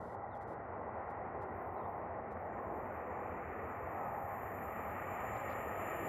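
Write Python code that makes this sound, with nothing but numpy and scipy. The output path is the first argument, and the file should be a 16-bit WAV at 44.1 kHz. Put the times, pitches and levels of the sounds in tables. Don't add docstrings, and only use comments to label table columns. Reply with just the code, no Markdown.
import sys
import numpy as np
from scipy import signal
from scipy.fft import rfft, irfft, next_fast_len
from scipy.io import wavfile
from scipy.ndimage import uniform_filter1d

SR = 44100
rng = np.random.default_rng(int(sys.argv[2]) if len(sys.argv) > 2 else 0)


def waveform_to_disk(signal):
    frames = np.transpose(np.atleast_2d(signal))
    scaled = np.clip(frames, -1, 1) * 32767
    samples = np.round(scaled).astype(np.int16)
    wavfile.write(sys.argv[1], SR, samples)


N = 268436

# (frequency [Hz], relative density [dB per Hz])
BOOM_SPECTRUM = [(20, -38.5), (33, -26), (43, -23), (53, -10), (63, -7), (78, -4), (99, -1), (118, -7.5),
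                 (136, -9), (150, -21)]
AIR_SPECTRUM = [(135, -23.5), (158, -3), (195, -1.5), (255, 0.5), (280, -7), (300, -2.5), (380, 1),
                (520, 3), (590, -3.5), (750, -25)]
WHEEL_SPECTRUM = [(440, -28), (550, -4.5), (635, 1), (720, 2), (820, 2), (890, -1.5), (970, -3), (1060, -2),
                  (1160, -12.5), (1400, -44.5)]
UPPER_SPECTRUM = [(950, -32), (1120, 0), (1260, -1.5), (1400, -6), (1560, -6.5), (1660, -7.5), (1850, -8),
                  (2000, -8.5), (2150, -15.5), (2600, -37), (3300, -63.5)]
BRIGHT_SPECTRUM = [(1950, -13.5), (2160, 1), (2320, 1), (2580, -5.5), (2720, -15), (3100, -46.5)]
EDGE_SPECTRUM = [(2480, -18.5), (2660, 5.5), (2820, 2), (3000, -1), (3300, -13), (3700, -21), (4100, -57.5),
                 (6300, -43)]
CORE_SPECTRUM = [(12000, -22.5), (12450, -4.5), (12800, 1.5), (13350, 3), (13650, -12.5), (14200, -22)]
SIZZLE_SPECTRUM = [(10900, -43), (11350, -13), (11750, -12), (12100, -4), (12500, 0), (12900, 1.5),
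                   (13300, -1.5), (13750, 1), (14520, -4), (14660, -23), (15000, -32)]
RAIL_HISS_SPECTRUM = [(8700, -36.5), (9050, -8.5), (9450, -4.5), (9600, 5), (9850, -5), (10350, 3.5),
                      (10750, -3.5), (11300, 8), (11900, -23.5)]
FIELD_SPECTRUM = [(100, -5.5), (3000, 2), (4200, -2.5), (5200, -4.5), (9000, -8), (15000, -3)]
FLICKER_SPECTRUM = [(2800, 3.5), (4500, 0.5), (8000, -3), (12600, -3), (14000, -8), (15200, -24)]
RUSTLE_SPECTRUM = [(3300, 8), (4000, 5), (5200, -2), (5900, -11), (6500, -27)]

# (centre [Hz], half width at -6 dB [Hz], relative power [dB])
RAIL_MODES = [(6900, 40, -13), (6982, 17, -4.5), (7040, 16, -3.5), (7077, 11, 0), (7160, 50, -2),
              (7289, 20, -4), (7386, 11, -5), (7370, 60, -8)]
OUTER_RAIL_MODES = [(6560, 120, -20), (6802, 16, -12), (7386, 11, 0), (7440, 40, -4), (7517, 22, -7),
                    (7640, 70, -12), (7810, 60, -15)]
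SIZZLE_MODES = [(11700, 27, -6.5), (11800, 28, 1.5), (12300, 20, -0.5), (12510, 16, 6.5), (12680, 35, 3.5),
                (12400, 35, 1.5), (13000, 30, -1), (13100, 18, 1.5), (13598, 15, -4.5), (13780, 50, -1.5)]
LOW_HOWL_MODES = [(795, 27, -0.39), (823, 28, -0.65)]
HIGH_HOWL_MODES = [(1261, 54, 0)]

# (peak time [s], half length [s], lift [dB])
BOOM_THROBS = [(1.39, 0.035, 2.5), (1.55, 0.046, 2), (2.22, 0.042, -2), (3.05, 0.049, -7),
               (3.82, 0.033, 4.5), (4.03, .05, -3.5), (5.32, 0.047, 4)]
# (time [s], rushing air level [dB], rolling wheels level [dB])
ROLLING = [(0, -54, -48.5), (1.0, -50.5, -47), (1.85, -51, -45), (2.3, -50.5, -46.5), (3.3, -48.5, -46.5),
           (3.7, -49.5, -47.5), (4.2, -50, -45), (4.8, -51.5, -45.5), (5.6, -48.5, -45), (6.08, -47.5, -43)]
# (time [s], treble level [dB])
ESCAPE = [(0.0, -88), (0.7, -73.5), (1.3, -71.5), (2.45, -72), (3.15, -64), (3.5, -63), (4.2, -66),
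          (5.25, -58.5), (6.08, -58.5)]
# (centre [Hz], half width at -6 dB [Hz], level at 0 s [dB], rise [dB per s])
NASAL_BANDS = [(1376, 120, -61.5, -1.7), (1915, 80, -67.5, 0), (1842, 80, -87, 5.5), (2297, 54, -86, 2.5)]
# (peak time [s], half length [s], centre [Hz], peak level [dB])
ROAR_SWELLS = [(1.55, 0.67, 404, -57), (2.7, .5, 636, -54), (5.0, 0.62, 220.6, -58),
               (5.537, 0.25, 520, -52), (5.753, 0.5, 680, -53), (5.8, 0.5, 326, -59)]
# (peak time [s], half length [s], low tone level [dB], high tone level [dB])
HOWLS = [(0.296, 0.17, -50.5, -67), (1.757, 0.86, -57, -66.5), (3.694, 0.12, -61.5, -54),
         (4.052, 0.099, -46, -52), (4.25, 0.086, -50, -64.5), (4.853, 0.37, -54, -55.5),
         (5.727, 0.49, -66, -52.5)]
# (peak time [s], half length [s], singing lift [dB], sizzle and hiss lift [dB])
RAIL_SURGES = [(1.748, 0.39, -1, 7.5), (2.173, 0.19, 3, -11), (2.85, 0.4, 2.5, 4.5), (4.483, 0.48, -2, 6.5),
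               (5.296, 0.12, 4, 0)]
# (start [s], length [s], level [dB])
FLICKERS = [(.005, 0.15, -80.5), (.347, 0.032, -82), (0.409, 0.029, -79.5), (0.474, 0.07, -81.5),
            (1.095, 0.025, -81.5), (1.412, 0.03, -79.5), (2.309, 0.027, -82)]
# (start [s], length [s], start pitch [Hz], end pitch [Hz], peak level [dB])
CHIRPS = [(0.297, .03, 3980, 3780, -87), (0.309, .054, 3850, 3100, -75.5),
          (1.748, 0.051, 4020, 3790, -85.5), (1.79, 0.035, 3620, 3640, -84.5), (1.81, .04, 3150, 3300, -83),
          (1.828, .042, 3680, 3570, -84)]
# (peak time [s], half length [s], peak level [dB])
RUSTLES = [(4.905, .02, -84.5), (5.342, .01, -83), (5.368, .011, -76), (5.413, .028, -83),
           (5.503, .014, -74), (5.527, 0.009, -71), (5.546, .012, -93)]

BOOM_DB, BOOM_RISE_DB_PER_S = -56.5, 0.5
UPPER_DB, UPPER_FOLLOWS = -53.5, 0.49
BRIGHT_DB, BRIGHT_FOLLOWS = -69, 1.24
EDGE_DB, EDGE_FOLLOWS = -83.5, 0.8
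EDGE_OPENS_S, EDGE_RISE_DB_PER_S = 4, 5.5
SWELL_HALF_WIDTH_HZ = 61
DIP_HZ, DIP_SINK_HZ_PER_S, DIP_HALF_WIDTH_HZ, DIP_DB = 1748, 40, 90, -3
WALL_LAG_S, WALL_ECHO_DB, WALL_CUT_HZ = .0236, -13.5, 2000
FIELD_DB = -102
FLICKER_FADE_S = 0.0072
CHIRP_WAVER_HZ = 50
SCATTER_DB, SCATTER_T60_S = -7, .18
RAILS_AT_S = 6.23
SING_DB, SING_RISE_DB_PER_S = -64.5, 8
CORE_DB, CORE_RISE_DB_PER_S = -76, 3.5
SIZZLE_DB, SIZZLE_RISE_DB_PER_S = -62, 6.5
HISS_DB, HISS_RISE_DB_PER_S = -68, 17
OUTER_DB = -9
CORE_FROM_S, SING_FROM_S, SIZZLE_FROM_S, HISS_FROM_S, OUTER_FROM_S = 1.45, 2.43, 3.2, 4.4, 4.4
RAILS_OPEN_S, UNEXCITED_DB = .07, -15
RUSTLE_GRAINS_PER_S, RUSTLE_GRAIN_DB = 300, -2
PORT_HZ, PORT_HALF_WIDTH_HZ, PORT_DB = 1880, 260, -12.5
STOP_BAND_HZ = 16200


def from_db(db):
    return 10 ** (np.asarray(db) / 20)


def rms_one(x):
    return x / np.sqrt(np.mean(x ** 2) + 1e-20)


def time_s():
    return np.arange(N) / SR


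def in_time(rows):
    knots_s, *columns = np.transpose(rows)
    return [np.interp(time_s(), knots_s, column) for column in columns]


def bin_hz():
    return np.maximum(np.fft.rfftfreq(next_fast_len(N, True), 1 / SR), 1)


def contour(points):
    hz, db = np.transpose(sorted(points))
    f = bin_hz()
    skirt = np.minimum(1, np.minimum(f / hz[0], hz[-1] / f)) ** 4
    return skirt * from_db(np.interp(np.log(f), np.log(hz), db))


def resonances(modes):
    f = bin_hz()
    power = 0
    for hz, half_width_hz, db in modes:
        shape = 1 / (1 + ((f - hz) / half_width_hz) ** 2) ** 2
        power = power + from_db(db) ** 2 / half_width_hz * shape
    return np.sqrt(power)


def noise(gain):
    real, imaginary = rng.standard_normal((2, len(gain)))
    return rms_one(irfft(gain * (real + 1j * imaginary))[:N])


def steady(x, span_s):
    power = uniform_filter1d(x ** 2, max(int(span_s * SR), 2))
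    return x / np.sqrt(power + 1e-12)


def turbulence(gain, side_db, span_s):
    direct = steady(noise(gain), span_s)
    scattered = from_db(side_db) * noise(gain)
    return direct + scattered * [[1], [-1]]


def flutter(rate_hz, depth_db):
    wander = noise(1 / (1 + (bin_hz() / rate_hz) ** 2))
    return from_db(depth_db * wander)


def swells(rows):
    t = time_s()
    return sum(height * np.exp(-((t - peak_s) / half_s) ** 2) for peak_s, half_s, height in rows)


def tunnel_boom():
    boom_db = BOOM_DB + BOOM_RISE_DB_PER_S * time_s() + swells(BOOM_THROBS)
    return from_db(boom_db) * turbulence(contour(BOOM_SPECTRUM), side_db=-57.0, span_s=0.21)


def train_roar():
    escape_db, = in_time(ESCAPE)
    air_db, wheel_db = in_time(ROLLING)
    swing_db = escape_db - escape_db.mean()
    opening_db = EDGE_RISE_DB_PER_S * np.maximum(time_s() - EDGE_OPENS_S, 0)
    upper_db = UPPER_DB + UPPER_FOLLOWS * swing_db
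    bright_db = BRIGHT_DB + BRIGHT_FOLLOWS * swing_db
    edge_db = EDGE_DB + EDGE_FOLLOWS * swing_db + opening_db

    air = from_db(air_db) * turbulence(contour(AIR_SPECTRUM), side_db=-71.0, span_s=0.079)
    wheels = from_db(wheel_db) * turbulence(contour(WHEEL_SPECTRUM), side_db=-58.5, span_s=0.15)
    upper = from_db(upper_db) * turbulence(contour(UPPER_SPECTRUM), side_db=-33, span_s=0.11)
    bright = from_db(bright_db) * turbulence(contour(BRIGHT_SPECTRUM), side_db=-19.5, span_s=0.43)
    edge = from_db(edge_db) * turbulence(contour(EDGE_SPECTRUM), side_db=-12.5, span_s=0.29)

    body = air * flutter(rate_hz=4, depth_db=1.5) + wheels * flutter(rate_hz=2.7, depth_db=1.02)
    treble = (upper + bright + edge) * flutter(rate_hz=5.5, depth_db=0.78)
    return body + treble


def nasal_bands():
    out = 0
    for hz, half_width_hz, start_db, rise_db_per_s in NASAL_BANDS:
        gain = resonances([(hz, half_width_hz, 0)])
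        level = from_db(start_db + rise_db_per_s * time_s())
        out = out + level * turbulence(gain, side_db=-25, span_s=.2)
    return out


def ground_dip(x):
    centre_hz = DIP_HZ - DIP_SINK_HZ_PER_S * time_s()
    turn = np.exp(2j * np.pi * np.cumsum(centre_hz) / SR)
    low_pass = signal.butter(1, DIP_HALF_WIDTH_HZ, fs=SR, output="sos")
    band = signal.sosfiltfilt(low_pass, x / turn, padtype=None)
    return x - (1 - from_db(DIP_DB)) * 2 * np.real(band * turn)


def wall_echo(x):
    lag = round(WALL_LAG_S * SR)
    low_pass = signal.butter(1, WALL_CUT_HZ, fs=SR, output="sos")
    dull = signal.sosfiltfilt(low_pass, x)
    return x + from_db(WALL_ECHO_DB) * np.pad(dull, ((0, 0), (lag, 0)))[:, :N]


def field_hiss():
    hiss = turbulence(contour(FIELD_SPECTRUM), side_db=7.0, span_s=.3)
    return from_db(FIELD_DB) * hiss * flutter(rate_hz=10, depth_db=2.5)


def hiss_flicker():
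    t = time_s()
    level = 0
    for start_s, length_s, db in FLICKERS:
        inside_s = np.minimum(t - start_s, start_s + length_s - t)
        level = level + from_db(db) * np.clip(inside_s / FLICKER_FADE_S + .5, 0, 1)
    return level * turbulence(contour(FLICKER_SPECTRUM), side_db=-2, span_s=.1)


def wheel_howl():
    low = swells((s, half, from_db(db)) for s, half, db, _ in HOWLS)
    high = swells((s, half, from_db(db)) for s, half, _, db in HOWLS)
    low_tone = turbulence(resonances(LOW_HOWL_MODES), side_db=-42, span_s=0.42)
    high_tone = turbulence(resonances(HIGH_HOWL_MODES), side_db=-30.0, span_s=0.034)
    return low * low_tone + high * high_tone


def bird():
    t = time_s()
    out = np.zeros(N)
    waver_hz = CHIRP_WAVER_HZ * noise(1 / (1 + (bin_hz() / 150) ** 2))
    for start_s, length_s, start_hz, end_hz, db in CHIRPS:
        along = np.clip((t - start_s) / length_s, 0, 1)
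        hz = start_hz + (end_hz - start_hz) * along ** 1.4 + waver_hz
        envelope = np.sin(np.pi * along ** 1.9)
        out += from_db(db) * envelope * np.sin(2 * np.pi * np.cumsum(hz) / SR)
    tail_s = np.arange(int(SCATTER_T60_S * SR)) / SR
    tail = rng.standard_normal(len(tail_s)) * from_db(-60 * tail_s / SCATTER_T60_S)
    tail = tail / np.sqrt(np.sum(tail ** 2))
    return out + from_db(SCATTER_DB) * signal.fftconvolve(out, tail)[:N]


def roar_swells():
    out = 0
    for peak_s, half_s, hz, db in ROAR_SWELLS:
        gain = resonances([(hz, SWELL_HALF_WIDTH_HZ, 0)])
        level = swells([(peak_s, half_s, from_db(db))])
        out = out + level * turbulence(gain, side_db=-54.5, span_s=0.086)
    return out


def arrival_db(from_s, open_s=RAILS_OPEN_S):
    return UNEXCITED_DB * (1 - np.tanh((time_s() - from_s) / open_s)) / 2


def pass_bands(spacing_hz, depth_db):
    return from_db(depth_db * np.cos(2 * np.pi * bin_hz() / spacing_hz))


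def singing_rails():
    t = time_s() - RAILS_AT_S
    sing_surge_db = swells((s, half, db) for s, half, db, _ in RAIL_SURGES)
    surge_db = swells((s, half, db) for s, half, _, db in RAIL_SURGES)
    sleepers = pass_bands(spacing_hz=71, depth_db=2.5)

    sing_db = SING_DB + SING_RISE_DB_PER_S * t + sing_surge_db
    inner_db = sing_db + arrival_db(SING_FROM_S)
    outer_db = sing_db + OUTER_DB + arrival_db(OUTER_FROM_S)
    inner = from_db(inner_db) * turbulence(resonances(RAIL_MODES), side_db=-13.5, span_s=0.084)
    outer = from_db(outer_db) * turbulence(resonances(OUTER_RAIL_MODES), side_db=-10.5, span_s=0.1)

    core_db = CORE_DB + CORE_RISE_DB_PER_S * t + surge_db + arrival_db(CORE_FROM_S)
    sputter = rms_one(flutter(rate_hz=18, depth_db=3.5))
    core_noise = turbulence(contour(CORE_SPECTRUM) * sleepers, side_db=-5.5, span_s=0.19)
    core = from_db(core_db) * sputter * core_noise

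    sizzle_db = SIZZLE_DB + SIZZLE_RISE_DB_PER_S * t + surge_db + arrival_db(SIZZLE_FROM_S, open_s=0.49)
    sizzle_gain = rms_one(contour(SIZZLE_SPECTRUM) * sleepers)
    sizzle_gain = sizzle_gain + from_db(-8.5) * rms_one(resonances(SIZZLE_MODES))
    sizzle = from_db(sizzle_db) * turbulence(sizzle_gain, side_db=-12.5, span_s=0.17)

    hiss_db = HISS_DB + HISS_RISE_DB_PER_S * t + surge_db + arrival_db(HISS_FROM_S, open_s=.4)
    hiss = from_db(hiss_db) * turbulence(contour(RAIL_HISS_SPECTRUM) * sleepers, side_db=-5.0, span_s=.15)

    ringing = (inner + outer + hiss) * flutter(rate_hz=8.0, depth_db=1.5)
    return ringing + (core + sizzle) * flutter(rate_hz=12, depth_db=0.5)


def rustles():
    level = swells((s, half, from_db(db)) for s, half, db in RUSTLES)
    grains = rms_one(flutter(RUSTLE_GRAINS_PER_S, RUSTLE_GRAIN_DB))
    return level * turbulence(contour(RUSTLE_SPECTRUM), side_db=-7, span_s=.1) * grains


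def scene():
    ease_in = np.minimum(time_s() / .004, 1)
    roar = ground_dip(train_roar() + nasal_bands())
    train = ease_in * (tunnel_boom() + roar + wheel_howl() + roar_swells())
    return wall_echo(train) + field_hiss() + hiss_flicker() + bird() + singing_rails() + rustles()


def record(dry):
    f = bin_hz()
    port = from_db(PORT_DB) / (1 + 1j * (f - PORT_HZ) / PORT_HALF_WIDTH_HZ)
    port = port / (1 + (800 / f) ** 8)
    spectrum = rfft(dry, next_fast_len(N, True))
    ports = irfft(spectrum * (1 + port * [[1], [-1]]))[:, :N]
    top_cut = signal.cheby2(12, 70, STOP_BAND_HZ, fs=SR, output="sos")
    return signal.sosfilt(top_cut, ports)


dry = scene()
out = record(dry)
waveform_to_disk(out)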